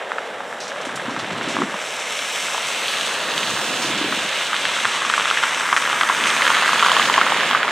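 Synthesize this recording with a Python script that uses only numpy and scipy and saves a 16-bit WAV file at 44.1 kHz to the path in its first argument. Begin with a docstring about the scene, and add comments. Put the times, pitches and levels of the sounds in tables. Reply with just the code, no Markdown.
"""Wet tyres drone, roar and hiss while grit pops from the tread: cars roll slowly over a gritty level crossing.
Coloured noise makes the rolling, hiss and spray; short damped swings make the grit pops and rail thumps.
Bursts of filtered noise make the puddle splashes. Two close microphone ports on a roadside camera
hear nearly the same sound and part mostly in the treble, a little in the upper roar."""
import sys
import numpy as np
from scipy import signal
from scipy.fft import rfft, irfft, next_fast_len
from scipy.io import wavfile
from scipy.ndimage import uniform_filter1d, map_coordinates

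SR = 44100
rng = np.random.default_rng(int(sys.argv[2]) if len(sys.argv) > 2 else 0)


def waveform_to_disk(signal):
    """Save audio, clipped to [-1, 1], as 16-bit WAV at the path in sys.argv[1]."""
    frames = np.transpose(np.atleast_2d(signal))
    scaled = np.clip(frames, -1, 1) * 32767
    samples = np.round(scaled).astype(np.int16)
    wavfile.write(sys.argv[1], SR, samples)


N = 340363

# Rolling tyres, average levels before the small wobbles:
# start_s [s], drone_db [dB], tread_roar_db [dB], carcass_rumble_db [dB]
ROLLING_LEVELS = [(0.0, -31, -34.5, -48.5), (0.62, -34.5, -35, -46), (1.57, -31.5, -30, -51),
                  (1.91, -34.5, -33, -48), (2.38, -36, -30.5, -48), (3.33, -31, -27, -43),
                  (4.45, -34, -28.5, -45), (4.9, -35.5, -26, -42.5), (5.59, -36.5, -25, -43.5),
                  (5.95, -34.5, -24, -41.5), (6.28, -33.5, -23, -38), (6.68, -31, -21, -40),
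                  (7.13, -30, -22, -35.5), (7.4, -31.5, -23, -36.5), (7.72, -30.5, -24, -38)]
# Where the loudest car is and how wide the scene sounds: start_s [s], aside [0 ahead to 1 far aside],
# left_shade [0-1], unrelated_spray [amount 0-1], unrelated_roar [amount 0-1]
CAR_POSITION = [(0, 0.02, 0.1, 0.08, 0.01), (1, 0.12, 0.09, 0.12, 0.04), (1.7, 0.17, 0.04, 0.1, 0.05),
                (2.1, 0.35, 0, 0.09, 0.0), (3, 0.21, 0.01, 0.44, 0), (3.7, 0.88, 0.17, 0.66, 0),
                (4.3, 0.4, 0.06, 0.58, 0), (5, 0.17, 0.01, 0.18, 0.0), (5.8, 0.3, 0, 0.22, 0),
                (6.4, 0.29, 0.09, 0.38, 0), (7.1, 0.78, 0.15, 0.74, 0.05), (7.72, 0.97, 0.2, 0.7, 0.07)]


def undb(db):
    """Turn decibels into a plain gain."""
    return 10 ** (np.asarray(db) / 20)


def curves(table):
    """Draw straight lines between table rows, giving one curve over time per column."""
    start_s, *columns = np.transpose(table)
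    times = np.arange(N) / SR
    return [np.interp(times, start_s, column) for column in columns]


def hiss_noise():
    """Plain white noise for the whole scene."""
    return rng.standard_normal(N)


def colour(x, spectrum):
    """Shape x to a spectrum of (Hz, relative dB) points; rms 1."""
    hz, db = np.transpose(spectrum)
    size = next_fast_len(N)
    f = np.maximum(np.arange(size // 2 + 1) * SR / size, 1)
    gain = undb(np.interp(np.log(f), np.log(hz), db))
    y = irfft(rfft(x, size) * gain, size)[:N]
    return y / np.std(y)


def band(x, lo_hz, hi_hz):
    """Keep mainly the sound between two pitches."""
    sos = signal.butter(2, [lo_hz, min(hi_hz, 0.45 * SR)], "band", fs=SR, output="sos")
    return signal.sosfilt(sos, x)


def steep(x, lo_hz, hi_hz):
    """Band-pass run forwards and backwards: steep and without delay."""
    forwards = band(x, lo_hz, hi_hz)
    return band(forwards[::-1], lo_hz, hi_hz)[::-1]


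def delay(x, seconds):
    """Make x later by a fixed or slowly changing time."""
    return map_coordinates(x, [np.arange(N) - seconds * SR], order=3, mode="nearest")


def walk(rate):
    """Slow random wobble: a new level rate times a second, with ramps between; spread 1."""
    k = int(SR / rate)
    steps = np.repeat(rng.standard_normal(N // k + 1), k)
    wobble = uniform_filter1d(steps, k)[:N]
    return wobble / np.std(wobble)


def add(track, start_s, sound):
    """Mix a short sound into the track, cut off at the end."""
    i = int(start_s * SR)
    track[i:i + len(sound)] += sound[:max(N - i, 0)]


def ring(hz, t60, rise, sag):
    """A damped swing with a short push that starts sharp and sags to its pitch; peak 1."""
    t = np.arange(int(t60 * SR) + 2) / SR
    pitch = hz * (1 + sag * np.exp(-t * hz))
    phase = 2 * np.pi * np.cumsum(pitch) / SR
    y = (1 - np.exp(-t / rise)) * undb(-60 * t / t60) * np.sin(phase)
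    return y / np.abs(y).max()


def droplets(rate, spread_db, share):
    """Noise with about rate lone clicks a second, of uneven but bounded size; share is their rms."""
    size = undb(spread_db * np.minimum(rng.exponential(size=N), 2.3))
    hits = (rng.random(N) < rate / SR) * size * rng.choice([-1, 1], N)
    return hiss_noise() + share * hits / np.std(hits)


def rails():
    """Rumble level of each car on the rails: it swells, then settles fast; gain."""
    # A car on the rails until its last wheel is over:
    # start_s [s], end_s [s], end_level_db [dB, before the judder]
    cars_on_rails = [(0.823, 1.648, -33), (3.262, 4.114, -32.5)]
    swell_db, settle_s, judder_db = 9, 0.1, 0.8
    t, power = np.arange(N) / SR, 0
    for start, end, db in cars_on_rails:
        swell = undb(db - swell_db * np.clip((end - t) / (end - start), 0, 1))
        outside_s = np.maximum(start - t, 0) + np.maximum(t - end, 0)
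        power = power + (swell * np.exp(-outside_s / settle_s)) ** 2
    return np.sqrt(power) * undb(judder_db * walk(22.08))


def rolling(bumps):
    """Rubber on rough asphalt rumbles, drones and roars; loose grit crackles in the tread band."""
    # Sound colours of carcass, rails, drone and tread: pitch_hz [Hz], level_db [relative dB per Hz]
    rumble_colour = [(18, -63), (30, -43), (59, -46), (130, -7.5), (226, 0), (420, -3.5), (550, -39),
                     (920, -120)]
    rail_colour = [(18, -60), (30, -43), (59, -42), (100, -16), (130, -4.5), (226, -2), (330, -2),
                   (420, -5.5), (550, -37), (920, -120)]
    drone_colour = [(250, -29.5), (420, -6), (500, -0.5), (600, -0.5), (670, -1), (720, -2), (900, -6.5),
                    (1170, -18), (1500, -23), (1680, -13), (1800, -20), (2400, -60)]
    tread_colour = [(530, -34), (900, 0), (1320, 3), (1450, 0.5), (1660, 3.5), (2100, -2.5), (2730, -42),
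                    (4620, -120)]
    drone_db, tread_db, carcass_db = curves(ROLLING_LEVELS)
    carcass = colour(hiss_noise(), rumble_colour) * undb(carcass_db + 0.79 * walk(12))
    rail_rumble = colour(hiss_noise(), rail_colour) * rails()
    drone = colour(hiss_noise(), drone_colour) * undb(drone_db + 0.6 * bumps)
    tread_level = undb(tread_db + 0.11 * bumps + 0.096 * walk(25))
    tread = colour(droplets(300, 5.2, 0.66), tread_colour) * tread_level
    return carcass + rail_rumble + drone + tread


def water(bumps):
    """Water film tears off the tread: one uneven stream feeds hiss, spray and mist; bigger drops sizzle."""
    # Water under the tyres, average levels before the wobbles:
    # start_s [s], film_hiss_db [dB], sizzle_db [dB], fine_spray_db [dB], mist_db [dB]
    wet_levels = [(0.0, -37.5, -50, -51.5, -62), (0.52, -42.5, -48, -49.5, -59),
                  (0.99, -34.5, -45, -47.5, -61), (1.27, -35.5, -37.5, -45, -59), (1.5, -28, -37, -43, -57),
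                  (1.7, -33.5, -43, -41, -56), (1.91, -32.5, -37, -38.5, -52),
                  (2.4, -30, -33.5, -33.5, -46), (3.01, -31, -27, -34, -44.5), (3.5, -39, -26, -34, -47.5),
                  (3.95, -28.5, -28.5, -35.5, -49.5), (4.45, -29.5, -28.5, -34.5, -47),
                  (4.92, -29.5, -28.5, -33.5, -50.5), (5.74, -27.5, -45, -34.5, -47),
                  (6.0, -26.5, -51, -33, -43.5), (6.47, -25, -27.5, -31.5, -42.5),
                  (6.9, -27.5, -25, -32.5, -45.5), (7.33, -27, -32, -37, -53), (7.55, -27.5, -35, -39, -53),
                  (7.72, -28.5, -37, -41, -55)]
    # Sound colours of the wet layers; air is the highest treble of the mist:
    # pitch_hz [Hz], level_db [relative dB per Hz]
    hiss_colour = [(1240, -50), (2100, 1), (3660, -5), (4800, -23), (6240, -58), (10600, -120)]
    sizzle_colour = [(1800, -26.5), (2600, 1), (3100, -0.5), (3800, -2), (4600, -10.5), (7000, -60)]
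    spray_colour = [(2820, -76), (4800, -1), (5400, 3), (5900, 2.5), (8070, 1), (9800, -9), (12700, -30),
                    (21600, -120)]
    mist_colour = [(5760, -7.5), (9800, -3.5), (12000, -7.5), (14100, -13), (15600, -23)]
    air_colour = [(9000, -30), (11500, -8), (13000, 3), (15000, 1), (16500, -3)]
    air_db = -2.5  # against the mist, for a car far aside
    hiss_db, sizzle_db, spray_db, mist_db = curves(wet_levels)
    aside = curves(CAR_POSITION)[0]
    flow, drops = walk(9), droplets(600, 6.7, 0.62)
    hiss = colour(drops, hiss_colour) * undb(hiss_db + 0.22 * flow + 1.4 * bumps)
    spray = colour(drops, spray_colour) * undb(spray_db + 0.51 * flow + 0.79 * walk(14))
    mist = colour(drops + 1.5 * hiss_noise(), mist_colour) * undb(mist_db + 0.9 * flow + 1.0 * walk(14))
    big_drops = droplets(300, 4.3, 0.58)
    sizzle = colour(big_drops, sizzle_colour) * undb(sizzle_db + 0.35 * flow + 0.9 * walk(24))
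    air_level = aside * undb(mist_db + air_db + 1.3 * flow + 1.2 * walk(12))
    air = colour(drops + 2 * hiss_noise(), air_colour) * air_level
    return hiss + sizzle + spray + mist + air


def splashes():
    """A sudden sheet of water, brightest around its centre, that falls back."""
    # Puddle splashes: start_s [s], level_db [dB rms that the fade starts from], centre_hz [Hz],
    # fade_s [s to fall 60 dB]
    puddles = [(0.601, -30.5, 5240, 0.28), (0.635, -36.5, 5600, 0.36), (0.678, -32, 6050, 0.12),
               (0.8116, -33, 5720, 0.08), (0.85, -36.5, 7400, 0.24), (0.956, -29, 7500, 0.11),
               (1.103, -37, 4980, 0.2), (1.1895, -30, 4860, 0.16), (1.3194, -38, 5220, 0.2),
               (1.4277, -36, 5650, 0.2), (1.4837, -30.5, 6150, 0.54), (3.82, -27, 5800, 0.48),
               (3.75, -37, 6000, 0.15), (3.975, -27, 5500, 0.12), (5.7642, -28, 6700, 0.3),
               (6.27, -23.5, 6950, 0.097), (6.7306, -31, 6900, 0.11), (6.9153, -25, 6600, 0.11),
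               (7.026, -26, 4400, 0.086), (7.055, -25.5, 5500, 0.17), (7.126, -24, 6300, 0.091),
               (7.294, -33, 6500, 0.2), (7.58, -37, 6500, 0.15)]
    out, t = np.zeros(N), np.arange(SR // 3) / SR
    noises = rng.standard_normal((len(puddles), len(t)))
    for (start_s, db, hz, fade_s), noise in zip(puddles, noises):
        sheet = steep(noise, 0.5 * hz, 1.31 * hz) + 0.37 * steep(noise, 2200, 9600)
        rise = np.minimum(t / 0.0023, 1)
        fade = undb(db - 60 * t / max(fade_s, 0.02))
        add(out, start_s, fade * rise * sheet / np.std(sheet))
    return out


def thumps():
    """The tyre carcass rings briefly at each rail."""
    # Wheels over the rails: start_s [s], peak_db [dB], pitch_hz [Hz, once settled]
    rail_hits = [(0.869, -24, 272), (1.08, -20, 232), (1.115, -25, 257), (1.168, -25, 266),
                 (1.22, -38, 110), (1.312, -24, 169), (1.325, -34.5, 105), (1.414, -29, 388),
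                 (1.473, -22.5, 270), (1.506, -30, 261), (1.545, -21, 240), (1.563, -24, 280),
                 (1.584, -21, 261), (1.601, -16.5, 260), (1.613, -17.5, 308), (1.624, -17.5, 330),
                 (1.63, -17, 202), (1.742, -30, 192), (3.506, -31, 250), (3.528, -32, 172),
                 (3.53, -37, 100), (3.578, -32, 315), (3.66, -34, 240), (3.797, -30, 298),
                 (3.844, -25, 299), (3.899, -24, 296), (3.949, -25, 191), (3.965, -23, 305),
                 (4.011, -20, 280), (4.043, -20.5, 307), (4.04, -37, 139), (4.17, -28, 219),
                 (4.246, -30, 185), (4.85, -39, 110)]
    out = np.zeros(N)
    for start_s, db, hz in rail_hits:
        add(out, start_s, undb(db) * ring(hz, t60=8.5 / hz, rise=0.005, sag=0.3))
    return out


def small_pops():
    """Random lesser grit, denser and louder as the tread roar grows; rows like the loud pops."""
    count = 320
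    over_roar_db, spread_db = 5, 2  # peak over the tread roar, and its scatter
    pitch_hz, spread_octaves = 1500, 0.4
    swings, tick_db, rattle_db = 11, -18, -18
    tread_db = curves(ROLLING_LEVELS)[1]
    # louder roar takes a larger share of the random start times
    share = np.cumsum(undb(tread_db) ** 2)
    at = np.searchsorted(share / share[-1], rng.random(count))
    size, pitch = rng.standard_normal((count, 2)).T
    peak_db = tread_db[at] + over_roar_db + spread_db * size
    hz = pitch_hz * 2 ** (spread_octaves * np.clip(pitch, -1.5, 2))
    same_for_all = np.outer([swings, tick_db, rattle_db], np.ones(count))
    return np.transpose([at / SR, peak_db, hz, *same_for_all])


def pops():
    """Grit swings the tread cavity a few times, with a tick on top and a short rattle of echoes under the car."""
    # Loud grit popping out of a tread, before the final band filter: start_s [s], peak_db [dB], pitch_hz [Hz],
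    # swings [count until 60 dB down], tick_db [dB rms against the pop], rattle_db [dB against the pop]
    loud_pops = [(0.1093, -16, 1310, 6, -29, -18), (0.1186, -6, 1250, 6, -35, -21),
                 (0.1838, -8, 1400, 8, -30, -21), (0.4056, -15, 1110, 6, -26, -24),
                 (0.5274, -16, 1480, 8, -33, -24), (0.7182, -16, 1550, 11, -21, -24),
                 (0.7617, -16, 1260, 5, -25, -24), (0.8044, -17, 1200, 6, -23, -17),
                 (0.8523, -18, 1550, 8, -16, -15), (0.8926, -17, 1060, 8, -26, -12),
                 (0.9754, -17, 1260, 11, -17, -13), (0.9976, -16, 1610, 15, -23, -14),
                 (1.0631, -20, 1260, 15, -21, -16), (1.0953, -17, 980, 15, -26, -12),
                 (1.1645, -11, 1160, 6, -29, -16), (1.1959, -16, 1060, 5, -21, -16),
                 (1.2455, -12, 1550, 5, -24, -24), (1.3062, -15, 1680, 6, -19, -12),
                 (1.4121, -11, 1310, 5, -28, -24), (1.5673, -5, 1020, 6, -31, -24),
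                 (1.5877, -13, 1060, 8, -21, -15), (1.6193, -6, 1110, 11, -26, -20),
                 (1.634, -14, 1750, 5, -20, -24), (1.7287, -17, 1110, 5, -17, -18),
                 (1.7416, -14, 1020, 15, -20, -12), (1.7894, -15, 1310, 8, -20, -24),
                 (1.8165, -16, 1360, 5, -18, -24), (2.1911, -9, 2400, 8, -17, -18),
                 (2.4832, -15, 1360, 15, -22, -24), (2.546, -11, 900, 5, -21, -12),
                 (2.5797, -11, 980, 8, -14, -19), (2.8821, -11, 3300, 15, -16, -14),
                 (2.9387, -11, 1750, 5, -21, -13), (3.0111, -13, 3300, 12, -15, -18),
                 (3.379, -8, 3300, 12, -15, -20), (3.4317, -8, 2160, 5, -23, -16),
                 (4.1244, -9, 1200, 6, -21, -12), (4.3253, -12, 1680, 11, -20, -12),
                 (4.5312, -6, 1260, 8, -18, -18), (4.5437, -7, 1480, 5, -19, -24),
                 (4.5651, -7, 2440, 5, -20, -24), (4.6532, -5, 1610, 6, -16, -24),
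                 (4.7657, -12, 1310, 11, -15, -24), (4.8533, 1, 1400, 5, -23, -21),
                 (5.0194, -12, 1110, 11, -15, -21), (5.0502, -8, 1160, 15, -20, -24),
                 (5.0662, -11, 1900, 5, -14, -19), (5.0991, -5, 1200, 11, -16, -15),
                 (5.1383, -2, 1420, 15, -23, -18), (5.1457, -9, 1610, 11, -23, -24),
                 (5.179, -5, 1160, 11, -22, -24), (5.1977, -3, 1310, 5, -18, -22),
                 (5.2083, -10, 1060, 6, -11, -24), (5.2495, -9, 1700, 5, -18, -24),
                 (5.2559, -6, 1300, 11, -17, -24), (5.302, -8, 2800, 14, -14, -18),
                 (5.3114, -2, 1310, 11, -23, -24), (5.3729, -4, 1680, 11, -20, -18),
                 (5.429, -8, 1360, 6, -16, -18), (5.4366, 0, 1300, 6, -20, -18),
                 (5.4476, -13, 1420, 8, -17, -18), (5.4679, -10, 1480, 8, -20, -15),
                 (5.5994, -11, 1110, 6, -16, -18), (5.6085, -9, 1310, 5, -19, -24),
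                 (5.6895, -7, 1260, 8, -20, -24), (5.7278, 1, 1110, 8, -18, -14),
                 (5.7649, 1, 1600, 5, -20, -18), (5.772, -3, 1420, 5, -21, -18),
                 (5.7765, -4, 1320, 8, -20, -16), (5.8231, -7, 1260, 6, -19, -24),
                 (5.8528, -7, 1680, 5, -16, -18), (5.8617, -10, 1610, 8, -20, -18),
                 (5.8756, -7, 1160, 8, -23, -24), (5.8989, -9, 1260, 8, -17, -13),
                 (5.9294, -6, 1160, 6, -17, -24), (6.0109, 0, 1420, 5, -18, -14),
                 (6.0332, -5, 1150, 8, -13, -24), (6.0901, -5, 1700, 5, -15, -18),
                 (6.098, -1, 1060, 11, -26, -13), (6.21, -7, 2000, 6, -14, -24),
                 (6.239, -8, 2600, 11, -15, -18), (6.257, -8, 1750, 8, -15, -18),
                 (6.2708, -7, 2160, 11, -15, -16), (6.303, -6, 2100, 5, -13, -24),
                 (6.326, -9, 1500, 15, -20, -14), (6.37, -9, 2300, 11, -14, -18),
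                 (6.409, -9, 1000, 15, -22, -18), (6.4209, -2, 1980, 11, -18, -19),
                 (6.4526, -3, 1500, 5, -14, -24), (6.4667, -3, 1550, 5, -15, -18),
                 (6.4776, -1, 1500, 5, -20, -15), (6.5027, 1, 1160, 5, -19, -15),
                 (6.516, -8, 1100, 15, -20, -12), (6.5452, -6, 1500, 8, -16, -24),
                 (6.5493, -4, 1750, 5, -14, -13), (6.5684, -5, 1200, 9, -14, -24),
                 (6.6231, -4, 1050, 5, -19, -18), (6.6295, -6, 1680, 6, -23, -24),
                 (6.646, -8, 1450, 15, -20, -12), (6.679, -7, 1600, 11, -15, -14),
                 (6.6919, -5, 1200, 15, -20, -24), (6.7318, -4, 1110, 15, -17, -13),
                 (6.7583, -6, 1310, 6, -19, -24), (6.7948, -3, 2070, 5, -15, -13),
                 (6.8262, 0, 1200, 8, -17, -18), (6.8313, -4, 1110, 11, -20, -12),
                 (6.848, -4, 1260, 8, -18, -18), (6.8622, -1, 1100, 12, -18, -12),
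                 (6.8845, -6, 1060, 8, -13, -18), (6.8954, -6, 1310, 15, -13, -24),
                 (6.917, -2, 1050, 15, -13, -24), (6.9664, -2, 1110, 15, -13, -17),
                 (6.9965, -4, 1110, 15, -12, -12), (7.0187, -8, 1610, 11, -17, -12),
                 (7.027, -9, 2600, 8, -10, -20), (7.0556, -10, 3200, 12, -15, -20),
                 (7.0983, -3, 980, 15, -16, -17), (7.1405, -5, 2000, 15, -9, -24),
                 (7.1788, 0, 1020, 20, -24, -12), (7.1882, -7, 1050, 15, -25, -24),
                 (7.2075, -12, 2600, 12, -20, -24), (7.2134, 1, 1320, 18, -23, -13),
                 (7.2652, -5, 980, 11, -20, -12), (7.3213, -2, 900, 8, -19, -17),
                 (7.345, -5, 1610, 6, -19, -24), (7.365, -8, 900, 8, -21, -24),
                 (7.4077, -7, 1550, 11, -13, -12), (7.5114, -3, 1050, 6, -14, -22),
                 (7.532, -4, 1280, 6, -20, -20), (7.5488, 0, 1220, 15, -25, -14),
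                 (7.6306, -3, 1450, 11, -17, -21), (7.6476, -10, 900, 15, -23, -24),
                 (7.6798, -6, 1260, 11, -19, -18), (7.6892, -11, 2070, 15, -18, -18),
                 (7.6938, -12, 1020, 8, -18, -12)]
    tick_crest_db, rattle_t60_s = 8.5, 0.06  # peak of a tick over its rms; rattle fade time
    out, t = np.zeros(N), np.arange(SR // 16) / SR
    rows = np.vstack([loud_pops, small_pops()])
    noises = rng.standard_normal((len(rows), len(t)))
    for (start_s, db, hz, swings, tick_db, rattle_db), noise in zip(rows, noises):
        add(out, start_s, undb(db) * ring(hz, t60=swings / hz, rise=0.00015, sag=0.1))
        tick = ring(3100, t60=0.006, rise=0.0004, sag=0.1)
        add(out, start_s, undb(db + tick_db + tick_crest_db) * tick)
        tail = band(noise, 0.8 * hz, 1.62 * hz)
        fade = undb(db + rattle_db - 60 * t / rattle_t60_s)
        add(out, start_s + 0.002, fade * tail / np.std(tail))
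    return band(out, 600, 12000)


def body_bounce(mid):
    """A bounce off the camera body combs the lower treble; the teeth slide as a car moves round."""
    # The bounce: start_s [s], extra_path_ms [ms], strength [0-1]
    bounce_path = [(0, .53, .12), (2.3, .515, .22), (3.4, .46, .2), (3.9, .45, .06), (4.6, .5, .16),
                   (5.6, .5, .2), (6.7, .455, .26), (7.2, .44, .2), (7.72, .43, .1)]
    extra_ms, strength = curves(bounce_path)
    return strength * delay(steep(mid, 4400, 9500), extra_ms / 1000)


def port_difference(mid, wet):
    """Earlier arrival, shading, unrelated spray and a little unrelated roar part the left port from the right."""
    lead_low_us, lead_high_us = 28, 19  # lead of the left port, far aside, in lower and upper treble
    aside, shade, spread, spread_roar = curves(CAR_POSITION)
    # a small lead in time adds the slope of the wave to one port and takes it from the other
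    early = lead_low_us * steep(mid, 4300, 7000) + lead_high_us * steep(mid, 6500, 13000)
    lead = aside * np.gradient(early) * SR / 2e6  # microseconds to seconds, half for each port
    # spray from many places reaches the ports unrelated
    scatter = 0.77 * steep(wet, 3780, 6000) + 0.49 * steep(wet, 6700, 10200) + 1.1 * steep(wet, 9500, 13600)
    scatter = spread * scatter + spread_roar * steep(mid, 1200, 5000)
    # the camera shades the left port around 4 kHz
    shaded = shade * steep(mid, 1950, 5500)
    return lead - shaded + delay(scatter, 0.02)


def scene():
    """Mix all the sources and spread them over the two ports."""
    bumps = walk(9)  # the uneven road shakes the whole tyre
    wet = water(bumps) + splashes()
    mid = rolling(bumps) + wet + thumps() + pops()
    mid = mid + body_bounce(mid)
    side = port_difference(mid, wet)
    return np.array([mid + side, mid - side])


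def record(dry):
    """The camera rounds the loudest pops, thins the deep bass and cuts the top."""
    top_hz = 15735
    rounded = dry / (1 + np.abs(dry / 0.98) ** 8) ** 0.125
    thin = signal.sosfilt(signal.butter(3, 75, "high", fs=SR, output="sos"), rounded)
    return signal.sosfilt(signal.ellip(14, 0.2, 80, top_hz, fs=SR, output="sos"), thin)


dry = scene()
out = record(dry)
waveform_to_disk(out)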